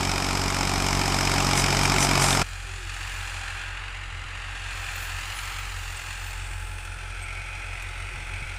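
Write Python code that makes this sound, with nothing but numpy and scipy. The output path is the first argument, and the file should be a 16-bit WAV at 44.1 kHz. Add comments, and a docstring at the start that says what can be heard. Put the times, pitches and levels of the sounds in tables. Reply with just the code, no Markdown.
"""A three-cylinder diesel tractor drags a disc harrow over dry soil. First, beside the cab, each firing thuds as
a pressure pulse in the exhaust and knocks as a noise burst through the block; it grows, rings and scrapes.
All at once it is across the field: a low throb under smeared clatter, crumbling soil and squeaks of swelling
sine. A finger dulls the treble, two faint tones having sagged before it; later the clatter turns ringing,
stones tick and a panel buzzes. Low-passed noise is the wind throughout, with a gust and bumps near the end."""
import sys
import numpy as np
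from scipy import signal
from scipy.fft import rfft, irfft
from scipy.io import wavfile
from scipy.ndimage import uniform_filter1d, map_coordinates

SR = 44100
rng = np.random.default_rng(int(sys.argv[2]) if len(sys.argv) > 2 else 0)


def unload_wav(signal):
    """Save mono or channel-first audio to the path in sys.argv[1] as 16-bit WAV at rate SR, clipped to [-1, 1]."""
    wavfile.write(
        sys.argv[1],
        SR,
        np.round(np.clip(np.atleast_2d(signal).T, -1, 1) * 32767).astype(np.int16),
    )


N = 378378
T = np.arange(N) / SR  # time axis, s

# In every table, "reach" is the time from the middle of a swell to silence on either side.
# Spectra of slopes and modes set colour only: the filtered sound is scaled to rms 1 afterwards.

# Wind on the microphone, its spectrum: [f/Hz, level/dB]
WIND_SLOPE = [(10, -4), (30, 0.5), (70, -0.5), (130, 0), (200, -16.5), (500, -13.5), (2000, -70)]
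# Soft bumps of the hand: [t/s, level/dB of the rustle], and the rustle's spectrum: [f/Hz, level/dB]
BUMPS = [(4.253, -44), (8.15, -42), (8.422, -32)]
BUMP_SLOPE = [(20, 32), (110, -12.5), (200, -14), (400, -1), (1500, -62)]
# Faint low tones that slide down: [middle t/s, reach/s, f/Hz at the middle, level/dB]
SAGS = [(2.699, 0.079, 378, -49.5), (2.812, 0.16, 365, -49.5)]
# Squeaks of the discs: [middle t/s, reach/s, f/Hz, level/dB]
SQUEAKS = [(1.59, .03, 6100, -32), (2.03, .045, 6030, -29), (4.96, .025, 15200, -48),
           (4.964, .02, 12500, -50), (5.03, .1, 12630, -51), (5.03, .1, 14770, -54),
           (5.04, .11, 10510, -53), (5.38, .08, 10200, -47), (5.378, .08, 9600, -49),
           (5.595, .035, 14900, -51), (5.97, .025, 8100, -42), (6.275, .025, 12350, -53),
           (7.235, .035, 8280, -44)]
# Clods breaking up on the discs: [middle t/s, reach/s, level/dB], and their spectrum: [f/Hz, level/dB]
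SOIL = [(2.45, 0.23, -63), (3.15, .45, -59), (3.6, 0.23, -64), (4.8, 0.19, -54), (5.03, 0.29, -51),
        (5.4, 0.46, -51), (5.9, 0.71, -55.5), (6.28, .16, -53.5), (6.62, 0.5, -63)]
SOIL_SLOPE = [(2000, -31), (7000, -26), (12000, 6.5), (15000, 8)]
# Stones ticking on the discs: [t/s, level/dB], and their spectrum: [f/Hz, level/dB]
STONES = [(6.85, -46), (7.225, -45), (7.823, -42.5)]
STONE_SLOPE = [(3000, -30), (7500, 6), (11000, -2), (15000, -11)]
# Steel scraping through soil close by: [middle t/s, reach/s, level/dB]
SCRAPES = [(1.59, 0.078, -27.5), (1.84, 0.042, -31.5), (2.03, 0.09, -26), (2.23, 0.062, -25.5),
           (2.31, 0.14, -27.5)]
# Colour of the scrapes: slope [f/Hz, level/dB] and resonances [f/Hz, width/Hz, level/dB]
SCRAPE_SLOPE = [(300, -1.5), (1200, 1), (4000, -6), (8500, 1), (11000, -7), (15000, -23)]
SCRAPE_MODES = [(5900, 220, 6.2), (6840, 81, 4.5), (7550, 120, 8.1), (8540, 78, 5)]
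# Loudest knocks of the strongest cylinder, their ring: [t/s, f/Hz, level/dB]
LOUDEST_KNOCKS = [(1.273, 2430, -17), (1.403, 2680, -17), (1.726, 2400, -17), (1.853, 2350, -11.5),
                  (1.918, 2400, -18), (1.984, 2320, -18), (2.113, 2350, -16.5), (2.307, 3720, -20),
                  (2.329, 3620, -16)]
# Gear whines: [middle t/s, reach/s, multiple of the firing rate, level/dB]
WHINES = [(3.7, 1.6, 32, -49.5), (6.5, 2.6, 19.5, -52.5)]
# Colour of the buzzing panel: slope [f/Hz, level/dB] and resonances [f/Hz, width/Hz, level/dB]
BUZZ_SLOPE = [(1000, -35), (2000, 9), (2600, 0), (4000, -40)]
BUZZ_MODES = [(2258, 45, 14), (2490, 66, 8.6)]
# Engine speed beside the cab and across the field: [t/s, firing rate/Hz]
NEAR_RATE = [(0.0, 46.53), (0.4, 46.54), (0.81, 47.03), (1.22, 46.18), (1.62, 46.44), (2.03, 46.91),
             (2.43, 45.21)]
FAR_RATE = [(2.98, 44.11), (3.03, 45.71), (3.37, 43.64), (3.99, 46.03), (4.13, 43.49), (4.6, 45.5),
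            (5.01, 42.95), (5.47, 45.88), (6.03, 42.92), (6.05, 44.85), (7.05, 43.71), (7.44, 44.77),
            (8.5, 44.4)]
# Strength of each cylinder in turn, in the knock and in the exhaust: [level/dB]
KNOCK_CYLINDERS_DB = [-7, -4.5, -4]
EXHAUST_CYLINDERS_DB = [2, 1, -0.5]
# Spectrum of an exhaust thud, close and far: [f/Hz, level/dB]
NEAR_PIPE = [(10, -30), (25, -18), (46, 2), (93, 2.5), (140, -6.5), (186, -3.5), (232, -8.5), (280, -4.5),
             (350, -21), (420, -10.5), (500, -28.5), (1200, -35.5)]
FAR_PIPE = [(15, -25.5), (45, 5.5), (65, 0.5), (89, 1.5), (134, -21.5), (180, -41.5), (300, -30.5),
            (900, -44)]
# Clatter across the field: [t/s, level/dB]
FAR_CLATTER = [(2.85, -40.5), (2.98, -36.5), (3.6, -35.5), (4.1, -39.5), (4.85, -35), (5.5, -35.5),
               (5.75, -38), (6.3, -38), (6.65, -42), (7.7, -40)]
# Block and panels heard close, from the front and from the flank:
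# slopes [f/Hz, level/dB] and resonances [f/Hz, width/Hz, level/dB]
NEAR_SLOPE = [(220, -4.5), (350, -6), (500, -16), (1100, -13), (1900, -12.5), (3200, -14.5), (4500, -17),
              (9000, -23), (12500, -35.5), (15000, -39.5)]
NEAR_MODES = [(392, 32, 6.8), (776, 400, 12.1), (960, 180, 3.8), (1333, 470, 7.5), (2304, 450, 8),
              (3000, 430, 2.9), (3730, 140, 3.4), (5130, 730, 8.7), (5940, 1700, 4.2), (7790, 1700, 8.3),
              (12000, 2600, 8)]
FRONT_SLOPE = [(200, -24), (480, -17), (1100, -10), (2000, -5.5), (3400, -14), (5400, -14.5), (9000, -12.5),
               (11500, -18.5), (15000, -27)]
FRONT_MODES = [(802, 32, 6.3), (1325, 230, 7.1), (1610, 64, 4.2), (2460, 210, 4.2), (2770, 430, 4.4),
               (4230, 2000, 6.1), (6930, 820, 4.9), (7600, 330, 3.5)]
FLANK_SLOPE = [(200, -32), (500, -21), (1100, -21.5), (1850, -19), (3400, -19), (7200, -24.5),
               (11500, -39.5), (15000, -45)]
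FLANK_MODES = [(368, 30, 9.7), (707, 40, 4.7), (851, 37, 9.2), (1328, 96, 9.3), (1470, 410, 9.6),
               (2094, 61, 6.9), (2470, 470, 10.4), (5560, 310, 3.6), (6290, 260, 2.4), (8350, 840, 11.6),
               (9400, 580, 12.4), (10600, 680, 15)]

CUT_S = 2.43  # the listening point jumps across the field
TOP_HZ = 15450  # upper limit of the whole sound

# Wind on the microphone freshens slowly, with one gust
WIND_DB, WIND_DB_PER_S = -51.5, 0.35
GUST_S, GUST_REACH_S, GUST_DB = 8.2, 0.4, 3
SAG_HZ_PER_S = 600  # downward slide of the faint tones
TRICKLE_DB = -65.5  # steady trickle of soil under the clods

# A finger creeps over the microphone and is lifted; start and end of each move, and the loss when covered
COVER_S, UNCOVER_S = (3.35, 3.76), (4.33, 4.94)
COVER_KNOCK_DB, COVER_SOIL_DB = -7, -11

# A band of noise made from the knock sweeps upward as the tractor turns
SWEEP_S, SWEEP_REACH_S = 6.45, 1.3
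SWEEP_HZ, SWEEP_HZ_PER_S, SWEEP_HALF_WIDTH_HZ, SWEEP_DB = 8160, 1700, 750, -52

# A loose panel starts to buzz and keeps on
BUZZ_START_S, BUZZ_ATTACK_S, BUZZ_DB, BUZZ_WAVER_DB = 7.08, 0.17, -47, 0.5

# Across the field: the throb grows slowly from the jump on, a little unevenly
FAR_EXHAUST_DB, FAR_EXHAUST_DB_PER_S, FAR_WAVER_DB = -37, 0.22, 1.1
SWING_S = (6.1, 6.76)  # start and end of the turn, as the side of the engine comes round
FRONT_TREBLE_DB, FLANK_TREBLE_DB = -7.5, -9.5  # offset of the clatter's treble
TREBLE_FOLLOW, TREBLE_PIVOT_DB = 0.68, -38  # treble takes this share of the level swings about the pivot

# Beside the cab: level at first, and its rise as the tractor draws level
APPROACH_S = (0.55, 1.58)  # start and end of the rise
NEAR_EXHAUST_DB, NEAR_EXHAUST_GAIN_DB = -29, 1.4
NEAR_KNOCK_DB, NEAR_KNOCK_GAIN_DB = -27, 3.5
NEAR_BOOM_DB, NEAR_BOOM_GAIN_DB = -39, 10
NEAR_HUM_HZ, NEAR_HUM_DB = 40.5, -44  # a weaker hum beats against the exhaust
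BITE_S, BITE_REACH_S, BITE_DB = 2.21, 0.15, 2  # swell of the clatter as the harrow bites


def undb(db):
    """Decibels to gain."""
    return 10 ** (np.asarray(db) / 20)


def unit(x):
    """Scale to rms 1."""
    return x / np.sqrt(np.mean(x ** 2))


def curve(table):
    """A value over time, its points joined by straight lines."""
    t, value = np.transpose(table)
    return np.interp(T, t, value)


def noise():
    """White noise of rms 1."""
    return rng.standard_normal(N)


def ramp(start_s, end_s):
    """From 0 to 1 between two times."""
    return np.clip((T - start_s) / (end_s - start_s), 0, 1)


def wander(hz):
    """Slow random drift of rms 1, with hz turning points a second at most."""
    knots = np.arange(0, T[-1] + 1, 1 / hz)
    return unit(np.interp(T, knots, noise()[:len(knots)]))


def swell(middle_s, reach_s):
    """A smooth rise and fall, the fourth power of a cosine."""
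    shape = np.zeros(N)
    inside = np.abs(T - middle_s) < reach_s
    shape[inside] = np.cos(np.pi / 2 * (T[inside] - middle_s) / reach_s) ** 4
    return shape


def swells(table):
    """Gain of a series of smooth swells."""
    return sum(undb(db) * swell(s, reach) for s, reach, db in table)


def band(x, hz, kind, order=4):
    """Butterworth low-pass or high-pass."""
    return signal.sosfilt(signal.butter(order, hz, kind, fs=SR, output="sos"), x)


def body(x, slope, modes=()):
    """Ring x through a causal, minimum-phase response made of a slope and resonances; rms 1."""
    size = 16384
    f = np.arange(size // 2 + 1) * SR / size
    slope_hz, slope_db = np.transpose(slope)
    db = np.interp(np.log(f + 1), np.log(slope_hz), slope_db)
    db = db + sum(peak / (1 + (2 * (f - hz) / width) ** 2) for hz, width, peak in modes)
    # keeping one side of the cepstrum makes the response causal
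    cepstrum = irfft(db * np.log(10) / 20)[:size // 2]
    response = irfft(np.exp(2 * rfft(cepstrum, size)))
    return unit(signal.oaconvolve(x, response)[:N])


def ping(s, hz, decay_s):
    """One mode struck at time s: a dying sine."""
    shape = np.zeros(N)
    inside = (T > s) & (T < s + 10 * decay_s)
    age = T[inside] - s
    shape[inside] = np.sin(2 * np.pi * hz * age) * np.exp(-age / decay_s)
    return shape


def blows(table, slope, decay_s):
    """Short dying bursts of noise through one body, each at its own level."""
    rough = body(noise(), slope)
    return rough * sum(undb(db) * (T > s) * np.exp(-np.abs(T - s) / decay_s) for s, db in table)


def covered():
    """How far the finger shades the microphone, 0 to 1."""
    return ramp(*COVER_S) - ramp(*UNCOVER_S)


def microphone_rumble():
    """Light wind as low noise with one gust; each bump of the hand thumps the case and rustles."""
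    wind_db = WIND_DB + WIND_DB_PER_S * T + GUST_DB * swell(GUST_S, GUST_REACH_S)
    wind = body(noise(), WIND_SLOPE) * undb(wind_db)
    # the thump is set 2 dB above the listed rustle level
    thumps = sum(undb(db + 2) * ping(s, hz=116, decay_s=0.012) for s, db in BUMPS)
    rustle = blows(BUMPS, BUMP_SLOPE, decay_s=0.02)
    return wind + thumps + rustle


def sagging_tone():
    """A faint low sine, sounding twice and sliding down each time."""
    out = np.zeros(N)
    for s, reach, hz, db in SAGS:
        cycles = np.cumsum(hz - SAG_HZ_PER_S * (T - s)) / SR
        out += np.sin(2 * np.pi * cycles) * undb(db) * swell(s, reach)
    return out


def squeaks():
    """Steel discs slip on their axles and on stones: short tones that waver a little in pitch."""
    waver = np.cumsum(unit(band(noise(), 153, "low", order=2))) / SR
    bent_time = T + 0.0041 * waver  # pitch deviates by 0.41 % rms
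    out = np.zeros(N)
    for s, reach, hz, db in SQUEAKS:
        tone = np.sqrt(2) * np.sin(2 * np.pi * hz * bent_time)
        out += undb(db) * swell(s, reach) * tone
    return out


def harrow():
    """Clods crumble in dense tiny cracks, noise of uneven strength; now and then a disc meets a stone."""
    flow = (undb(TRICKLE_DB) + swells(SOIL)) * undb(COVER_SOIL_DB * covered())
    cracks = noise() * undb(3.3 * noise())
    soil = body(cracks, SOIL_SLOPE) * flow
    return soil + blows(STONES, STONE_SLOPE, decay_s=0.009)


def loudest_knocks():
    """Loudest knocks of the strongest cylinder: each rings briefly as a dying sine at its listed pitch."""
    return sum(undb(db) * ping(s, hz, decay_s=0.003) for s, hz, db in LOUDEST_KNOCKS)


def firings(rate, start):
    """Running count of firings; its fraction is the place within one firing."""
    return start + np.cumsum(curve(rate)) / SR


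def strength(count, cylinders_db, scatter_db):
    """Gain of the current firing: the cylinders take turns, and no two burns are alike."""
    k = count.astype(int)
    return undb(np.array(cylinders_db)[k % len(cylinders_db)] + scatter_db * noise()[k])


def exhaust(count, pipe, scatter_db):
    """One pressure pulse a firing, shaped by pipe and silencer."""
    fires = np.diff(np.floor(count), prepend=np.floor(count[0]))
    pulses = fires * strength(count, EXHAUST_CYLINDERS_DB, scatter_db)
    thuds = body(pulses - pulses.mean(), pipe)
    return band(thuds, 1380, "low")  # the silencer holds back the treble


def knock(count, rise_s, decay_s, between, low_between, repeat, scatter_db, panel_db):
    """Each burn shakes the block in a burst; gears and valves rattle on between."""
    age = count % 1 / np.gradient(count) / SR  # seconds since the firing
    burst = (1 - np.exp(-(age / rise_s) ** 2)) * np.exp(-age / decay_s)
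    burst = unit(burst * strength(count, KNOCK_CYLINDERS_DB, scatter_db))
    # the heavy block shakes much the same way in every engine cycle, and rings on between the burns
    cycle = SR // 15  # noise values laid over one engine cycle
    place = count / len(KNOCK_CYLINDERS_DB) % 1
    pattern = noise()[(place * cycle).astype(int)]
    repeat = np.clip(repeat, 0, 1)
    shaking = repeat * pattern + np.sqrt(1 - repeat ** 2) * noise()
    block = unit(shaking * np.hypot(burst, low_between))
    # the rattle is new each time, and sets the many small modes of the sheet metal ringing
    rattle = noise() * np.hypot(burst, between)
    ring = (noise() * np.exp(-T / 0.0099))[:SR // 20]
    panels = signal.fftconvolve(rattle, ring / np.linalg.norm(ring))[:N]
    rattle = unit(rattle + undb(panel_db) * panels)
    split_hz = 1600
    both = band(block, split_hz, "low", order=3) + band(rattle, split_hz, "high", order=3)
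    return band(both, 134, "high", order=2)


def ground_echo(x, lag_s, sway, echo_db):
    """The ground throws back a late copy; its lag sways with the microphone, so a soft comb drifts."""
    knots = np.arange(0, T[-1] + 1, 0.5)
    drift = np.interp(T, knots, rng.standard_normal(len(knots)))
    drift = uniform_filter1d(drift, SR // 2)
    lag = lag_s * SR * np.exp(sway * drift)  # samples
    echo = map_coordinates(x, [np.arange(N) - lag], order=3)
    return x + undb(echo_db) * echo


def treble_sweep(shake):
    """The low part of the knock rides on a gliding sine: a narrow band that climbs, swells and fades."""
    hz = SWEEP_HZ + SWEEP_HZ_PER_S * (T - SWEEP_S)
    carrier = np.sin(2 * np.pi * np.cumsum(hz) / SR)
    narrow = unit(band(shake, SWEEP_HALF_WIDTH_HZ, "low", order=2) * carrier)
    return narrow * undb(SWEEP_DB) * swell(SWEEP_S, SWEEP_REACH_S)


def panel_buzz(shake):
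    """The knock sets a loose panel buzzing at its own resonances."""
    level_db = BUZZ_DB + BUZZ_WAVER_DB * wander(5)
    onset = ramp(BUZZ_START_S, BUZZ_START_S + BUZZ_ATTACK_S)
    return body(shake, BUZZ_SLOPE, BUZZ_MODES) * onset * undb(level_db)


def gear_whine(count):
    """Meshing gears whine at fixed multiples of the firing rate."""
    out = np.zeros(N)
    for s, reach, multiple, db in WHINES:
        out += undb(db) * swell(s, reach) * np.sin(2 * np.pi * multiple * count)
    return out


def far_tractor():
    """Across the field: the exhaust is a soft throb, the knocks run together and their treble comes and goes."""
    flank = ramp(*SWING_S)
    exhaust_db = FAR_EXHAUST_DB + FAR_EXHAUST_DB_PER_S * (T - CUT_S) + FAR_WAVER_DB * wander(6)
    knock_db = curve(FAR_CLATTER)
    colour_db = FRONT_TREBLE_DB * (1 - flank) + FLANK_TREBLE_DB * flank + COVER_KNOCK_DB * covered()
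    treble_db = TREBLE_PIVOT_DB + TREBLE_FOLLOW * (knock_db - TREBLE_PIVOT_DB) + colour_db

    count = firings(FAR_RATE, start=0.45)
    throb = exhaust(count + 0.05, FAR_PIPE, scatter_db=1.0)
    hum = np.sin(2 * np.pi * 2.14 * count)  # a weaker hum beats against the second harmonic
    low_end = (throb + undb(-10.5) * hum) * undb(exhaust_db)

    shake = knock(count, rise_s=0.0037, decay_s=0.0077, between=1.4, low_between=2.7,
                  repeat=0.61, scatter_db=1.6, panel_db=-15)
    shake = ground_echo(shake, lag_s=0.001112, sway=0.14, echo_db=-13.5)
    turn = np.pi / 2 * flank
    front = np.cos(turn) ** 2 * body(shake, FRONT_SLOPE, FRONT_MODES)
    side = np.sin(turn) ** 2 * body(shake, FLANK_SLOPE, FLANK_MODES)
    clatter = front + side
    # bass and treble of the clatter follow separate levels
    low = signal.sosfiltfilt(signal.butter(4, 3700, fs=SR, output="sos"), clatter)
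    clatter = unit(low) * undb(knock_db) + unit(clatter - low) * undb(treble_db)
    clatter = band(clatter, 10460, "low")
    return low_end + clatter + treble_sweep(shake) + panel_buzz(shake) + gear_whine(count)


def near_tractor():
    """Beside the cab: hard separate knocks just after each thud, a booming cab, and scrapes from the harrow."""
    closeness = ramp(*APPROACH_S)
    bite_db = BITE_DB * swell(BITE_S, BITE_REACH_S)
    exhaust_db = NEAR_EXHAUST_DB + NEAR_EXHAUST_GAIN_DB * closeness
    knock_db = NEAR_KNOCK_DB + NEAR_KNOCK_GAIN_DB * closeness + bite_db
    boom_db = NEAR_BOOM_DB + NEAR_BOOM_GAIN_DB * closeness + 2 * bite_db  # the boom swells twice as much

    count = firings(NEAR_RATE, start=2.72)
    thud = exhaust(count + 0.0086, NEAR_PIPE, scatter_db=1.36)
    boom = np.cos(2 * np.pi * 3 * (count + 0.015))  # the cab resonates with the third harmonic
    hum = np.sin(2 * np.pi * NEAR_HUM_HZ * T) * undb(NEAR_HUM_DB)
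    shake = knock(count, rise_s=0.0023, decay_s=0.0039, between=0.82, low_between=1.32,
                  repeat=0.7, scatter_db=0.3, panel_db=-13)
    clatter = body(shake, NEAR_SLOPE, NEAR_MODES)
    scrape = body(noise(), SCRAPE_SLOPE, SCRAPE_MODES) * swells(SCRAPES)
    return thud * undb(exhaust_db) + hum + boom * undb(boom_db) + clatter * undb(knock_db) + scrape


def scene():
    """The listening point jumps from beside the cab to across the field; squeaks and wind run through."""
    near = near_tractor() + loudest_knocks()
    far = far_tractor() + harrow() + sagging_tone()
    away = ramp(CUT_S - 0.002, CUT_S)
    tractor = (1 - away) * near + away * far
    return (tractor + squeaks() + microphone_rumble())[None]


def record(dry):
    """A steep elliptic low-pass cuts the top."""
    return signal.sosfilt(signal.ellip(10, 0.2, 80, TOP_HZ, fs=SR, output="sos"), dry)


dry = scene()
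out = record(dry)
unload_wav(out)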